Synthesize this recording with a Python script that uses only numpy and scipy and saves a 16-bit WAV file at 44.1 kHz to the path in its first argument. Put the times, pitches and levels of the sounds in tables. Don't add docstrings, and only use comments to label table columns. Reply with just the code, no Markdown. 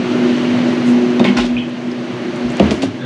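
import sys
import numpy as np
from scipy import signal
from scipy.fft import rfft, irfft, next_fast_len
from scipy.io import wavfile

SR = 44100
rng = np.random.default_rng(int(sys.argv[2]) if len(sys.argv) > 2 else 0)


def generate_wav(sig):
    pcm = np.round(np.clip(np.atleast_2d(sig).T, -1, 1) * 32767).astype(np.int16)
    wavfile.write(sys.argv[1], SR, pcm)


def gain_from_db(level_db):
    decades = np.asarray(level_db, float) / 20
    return 10 ** decades


N = 134505
T = np.arange(N) / SR

# t/s, level/dB
AIR_LEVEL = [(0.0, -28.5), (0.11, -27), (0.63, -26), (0.94, -28), (1.34, -29), (1.57, -34.5), (1.83, -34),
             (2.39, -30.5), (2.55, -29), (2.67, -25), (2.8, -33), (3.05, -36.5)]
# f/Hz, level per Hz/dB
AIR_COLOUR = [(80, -40.5), (118, -19), (250, -19.5), (380, -12), (470, -23.5), (1000, -26.5), (2600, -29),
              (7000, -47),
              (9000, -72.5), (10500, -56), (12000, -57), (15000, -66)]
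# f/Hz, width/Hz, level/dB
BOX_TONES = [(135, 13, 6.5), (208, 74, 5.5), (321.4, 40.7, 2), (593, 64, 6)]
# t/s, f/Hz, level/dB, upper tone level/dB
BLADE = [(0.0, 246.7, -13, -25), (0.02, 245.1, -25, -29), (0.27, 244.7, -12.5, -16),
         (0.33, 244.5, -13.5, -46), (0.39, 244.9, -14.5, -30.5), (0.71, 245, -15.5, -40.5),
         (0.73, 243, -22, -26), (0.9, 243.7, -9, -29.5), (1.05, 244.6, -14, -18.5), (1.13, 243.7, -19, -26),
         (1.23, 243.0, -12, -21), (1.64, 243.9, -24, -39.5), (2.41, 244.2, -25, -29), (2.45, 243, -16, -38),
         (2.58, 242.9, -25, -31), (2.65, 240, -17, -30.5), (2.79, 248.4, -34.5, -24),
         (3.05, 242.6, -29, -45)]
# t/s, level/dB, length/s, f/Hz
RUSTLES = [
    (0.888, -41, 0.025, 6800),
    (2.424, -50, 0.021, 3870),
]
# t/s, level/dB, time to fall 60 dB/s, centre f/Hz, width as share of centre
CRACKS = [(1.195, -36, 0.093, 4000, 1), (1.244, -21, 0.33, 2590, 0.45), (1.3695, -20.5, 0.34, 2030, 1.1),
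          (1.369, -29.5, .15, 5430, 0.16), (1.399, -26, 0.37, 2870, 0.54), (1.452, -34.5, 0.11, 4030, 0.82),
          (1.694, -47, .03, 7200, 0.56), (1.916, -34.5, 0.019, 4720, 0.29), (2.358, -41, 0.067, 6950, 0.67),
          (2.502, -38, 0.027, 7130, 0.12), (2.519, -39, 0.039, 8000, .6), (2.569, -31, 0.019, 6570, 0.57),
          (2.5969, -12, 0.028, 2460, 0.56), (2.605, -30.5, 0.34, 1780, 0.54),
          (2.708, -17, 0.059, 1990, 1.25), (2.715, -34.5, 0.37, 3080, 1.8), (2.8195, -22, 0.07, 2510, 1.14),
          (2.824, -24, 0.2, 1800, 1.7), (2.821, -39, 0.11, 7000, 0.69)]
# t/s, level/dB, rattle length/s, strongest f/Hz, spread/octaves
RACK_HITS = [
    (1.1955, -15.5, 0.023, 3400, 0.77),
    (1.2432, -14.5, 0.016, 3050, .7),
    (1.251, -11, 0.076, 2180, 0.21),
    (1.255, -17.5, 0.074, 1010, .7),
    (1.285, -26, .04, 2900, 0.28),
    (1.367, -16.5, 0.093, 1570, 0.66),
]
# f/Hz, level/dB, time to fall 60 dB/s
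RACK_TONES = [(845, 1.5, 0.11), (1058, 5.5, 0.04), (1445, 6.5, 0.021), (1974, 0, 0.02), (2193, -5, 0.044),
              (2566, 4, 0.017), (2860, -7, 0.013), (2930, -6.5, 0.013), (3000, -10, 0.02),
              (3194, -7.5, 0.017), (3610, 5.5, .02), (4690, -21, 0.044)]
# t/s, level/dB, contact f/Hz, share of full ring time
THUDS = [(1.200, 2.5, 1220, 0.16), (1.209, 1, 480, .6), (1.229, -5, 355, 0.81), (1.249, -3.5, 946, 0.54),
         (1.3, -4.5, 400, 0.17), (1.374, -11.5, 900, 0.24), (1.387, -10, 900, 0.82),
         (1.444, -8.5, 500, 0.56), (2.5994, -1, 900, 0.7), (2.605, -2, 596, 1.4), (2.627, -3.5, 496, 0.44),
         (2.714, -7.5, 930, 0.81), (2.83, -10, 1200, 0.48), (2.836, -7, 700, 0.46), (2.855, -12, 300, 0.78)]
# f/Hz, level/dB, time to fall 60 dB/s
PANEL_TONES = [(143, -14, 0.62), (193.4, -1.5, 0.38), (219, 2, 0.25), (265.4, -0.5, 0.75), (300, -1.5, 0.1),
               (343.4, 0.5, 0.067), (407.3, -1, 0.13), (514, 0, 0.083), (575, -1.5, 0.087),
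               (665, 2.5, 0.068), (773, 4.5, 0.033), (918, -10, 0.18), (1210, -4, 0.11)]
# t/s, level/dB, time to fall 60 dB/s, centre f/Hz, width as share of centre
SQUEAKS = [
    (1.25, -23, .25, 2170, .06),
    (1.28, -25, .15, 2950, .08),
    (1.567, -23, .08, 2500, .07),
    (1.577, -25, .28, 3080, .07),
    (1.59, -30, .3, 2520, .05),
]
# t/s, level/dB, f/Hz, rise/s
PUSHES = [
    (1.27, -13, 200, .025),
    (1.375, -11, 45, .03),
    (1.50, -24, 55, .04),
    (2.44, -21, 60, .02),
    (2.598, -10, 215, .03),
    (2.61, -12, 80, .035),
    (2.70, -24, 60, .02),
    (2.85, -22, 105, .03),
]
# f/Hz, width/Hz, level/dB
FREEZER_TONES = [(1590, 200, 5), (3500, 240, -0.5), (510, 49, 1), (400, 37, 12), (256, 34, 12.5),
                 (130, 22, 13.5)]


def rms_one(x):
    return x / np.sqrt(np.mean(x ** 2) + 1e-20)


def drift(rate_hz):
    r = np.exp(-80 * np.pi * rate_hz / SR)
    noise = rng.standard_normal(N // 40 + 2002)
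    slow = signal.lfilter([1], [1, -2 * r, r * r], noise)[2000:]
    return np.interp(np.arange(N) / 40, np.arange(len(slow)), rms_one(slow))


def ring(x, hz, t60):
    r = gain_from_db(-60 / (t60 * SR))
    w = 2 * np.pi * hz / SR
    return signal.lfilter([0, np.sin(w)], [1, -2 * r * np.cos(w), r * r], x + 1e-18)


def resonate(x, hz, width):
    r = np.exp(-np.pi * width / SR)
    turn = 2 * np.cos(2 * np.pi * hz / SR)
    return signal.lfilter([(1 - r * r) / 2, 0, (r * r - 1) / 2], [1, -turn * r, r * r], x)


def high_pass(x, hz):
    return signal.sosfilt(signal.butter(2, hz, "high", fs=SR, output="sos"), x)


def dying(s, t60, attack):
    age = np.maximum(T - s, 0)
    return np.minimum(age / max(attack, 1e-4), 1) * gain_from_db(-60 * age / t60)


def grit(hz, width):
    grains = rng.standard_normal(N) * gain_from_db(drift(180))
    once = resonate(grains, hz, 1.33 * width)
    return rms_one(resonate(once, hz, 1.33 * width))


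def fan_air():
    colour_hz, colour_db = np.transpose(AIR_COLOUR)
    white = rng.standard_normal((2, N))
    edges = 70 * 2 ** np.arange(0, 7.9, .5)
    together = drift(3)
    roar = 0
    for k, (low, high) in enumerate(zip(edges, edges[1:])):
        band = signal.sosfilt(signal.butter(2, [low, high], "band", fs=SR, output="sos"), white[k % 2])
        band_db = np.interp(np.log(low * high) / 2, np.log(colour_hz), colour_db)
        flicker_db = .8 * (0.2 * together + drift(8.8))
        roar = roar + band * gain_from_db(band_db + flicker_db)
    roar = roar + sum(gain_from_db(db) * resonate(roar, hz, width) for hz, width, db in BOX_TONES)
    s, db = np.transpose(AIR_LEVEL)
    return gain_from_db(np.interp(T, s, db) + 8) * rms_one(roar)


def blade_tone():
    wobble_db, half_db, double_db, upper_ratio = 2.0, -27, -26, 1.491
    s, hz, db, upper_db = np.transpose(BLADE)
    phase = 2 * np.pi * np.cumsum(np.interp(T, s, hz)) / SR
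    level = gain_from_db(np.interp(T, s, db) + wobble_db * drift(3.9))
    hum = np.sin(phase) + gain_from_db(half_db) * np.sin(phase / 2) + gain_from_db(double_db) * np.sin(2 * phase)
    upper_level = gain_from_db(np.interp(T, s, upper_db) + wobble_db * drift(2.8))
    upper = upper_level * np.sin(2 * np.pi * upper_ratio * np.mean(hz) * T)
    return np.sqrt(2) * (level * hum + upper)


def rustles():
    out = 0
    for s, db, length, hz in RUSTLES:
        swell = np.exp(-.5 * ((T - s) / length) ** 2)
        out = out + gain_from_db(db) * swell * grit(hz, 0.67 * hz)
    return out


def scrapes(events):
    out = 0
    for s, db, t60, hz, share in events:
        out = out + gain_from_db(db) * dying(s, t60, 0.0066 * t60) * grit(hz, share * hz)
    return out


def cracks():
    return scrapes(CRACKS)


def rack():
    clicks_per_s = 1600
    chosen = rng.random(N) < clicks_per_s / SR
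    size = rng.standard_normal(N)
    trains = []
    for s, db, length, _, _ in RACK_HITS:
        chatter = dying(s, 2.34 * length, 0) * (T < s + length) * chosen * .5 * size
        chatter[int(s * SR)] += 1
        trains.append(gain_from_db(db) * chatter)
    out = 0
    for hz, db, t60 in RACK_TONES:
        clicks = 0
        for train, (_, _, _, strongest_hz, spread) in zip(trains, RACK_HITS):
            octaves_off = np.log2(hz / strongest_hz)
            clicks = clicks + train * np.exp(-.5 * (octaves_off / spread) ** 2)
        luck_db = 1.9 * rng.standard_normal(N)
        out = out + ring(clicks * gain_from_db(db - 7.5 + luck_db), hz, t60)
    return out


def thuds():
    out = np.zeros(N)
    for s, db, contact_hz, share in THUDS:
        start = int(s * SR)
        age = np.maximum(T - s, 0)
        push = age * np.exp(-2 * np.pi * contact_hz * age)
        push = push[start:] / push.sum()
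        for k, (hz, tone_db, t60) in enumerate(PANEL_TONES):
            luck, shift = rng.standard_normal(2)
            level = (-1) ** (k // 3) * gain_from_db(db + tone_db + 2.0 * luck - 8.0)
            out[start:] += level * ring(push, hz * (1 + .04 * shift), t60 * share)
    return high_pass(out, 116)


def squeaks():
    return scrapes(SQUEAKS)


def pushes():
    out = 0
    for s, db, hz, rise in PUSHES:
        age = np.maximum(T - s, 0)
        swell = age / rise * np.exp(1 - age / rise)
        out = out + gain_from_db(db) * swell * np.sin(2 * np.pi * hz * age)
    return out


def freezer():
    open_s, rise_s, level_db = 2.984, 0.06, -37
    white = rng.standard_normal(N)
    hum = 0
    for hz, width, db in FREEZER_TONES:
        hum = hum + gain_from_db(db) * rms_one(resonate(resonate(white, hz, width), hz, width))
    return gain_from_db(level_db) * np.clip((T - open_s) / rise_s, 0, 1) * hum


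def room(x):
    t60_s, wall_cut_hz = .3, 3300
    size = next_fast_len(N + SR)
    w = 2 * np.pi * np.arange(size // 2 + 1) / size
    dull = 1 / (1 + 1j * w * SR / (2 * np.pi * wall_cut_hz))
    echoes = 0
    for k, lag in enumerate(rng.uniform(0.0068, .03, 10)):
        loop = gain_from_db(-60 * lag / t60_s) * dull * np.exp(-1j * w * int(lag * SR))
        echoes = echoes + (-1) ** k * loop / (1 - loop)
    return irfft(rfft(x, size) * echoes, size)[:N]


def scene():
    fans = fan_air() + blade_tone()
    sharp = rustles() + cracks() + rack() + squeaks()
    low = thuds() + pushes()
    mix = fans + sharp + low + freezer() + gain_from_db(-16.5) * room(sharp)
    return mix[None]


def low_pass(x):
    return signal.sosfilt(signal.butter(12, 15700, fs=SR, output="sos"), x)


def record(dry):
    x = high_pass(dry, 108)
    x = signal.sosfilt(signal.butter(4, 8000, fs=SR, output="sos"), x)
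    x = x - resonate(x, 9045, 500)
    x = x + gain_from_db(5.0) * resonate(x, 9900, 1100)
    return low_pass(np.clip(x, -1, 1))


dry = scene()
out = record(dry)
generate_wav(out)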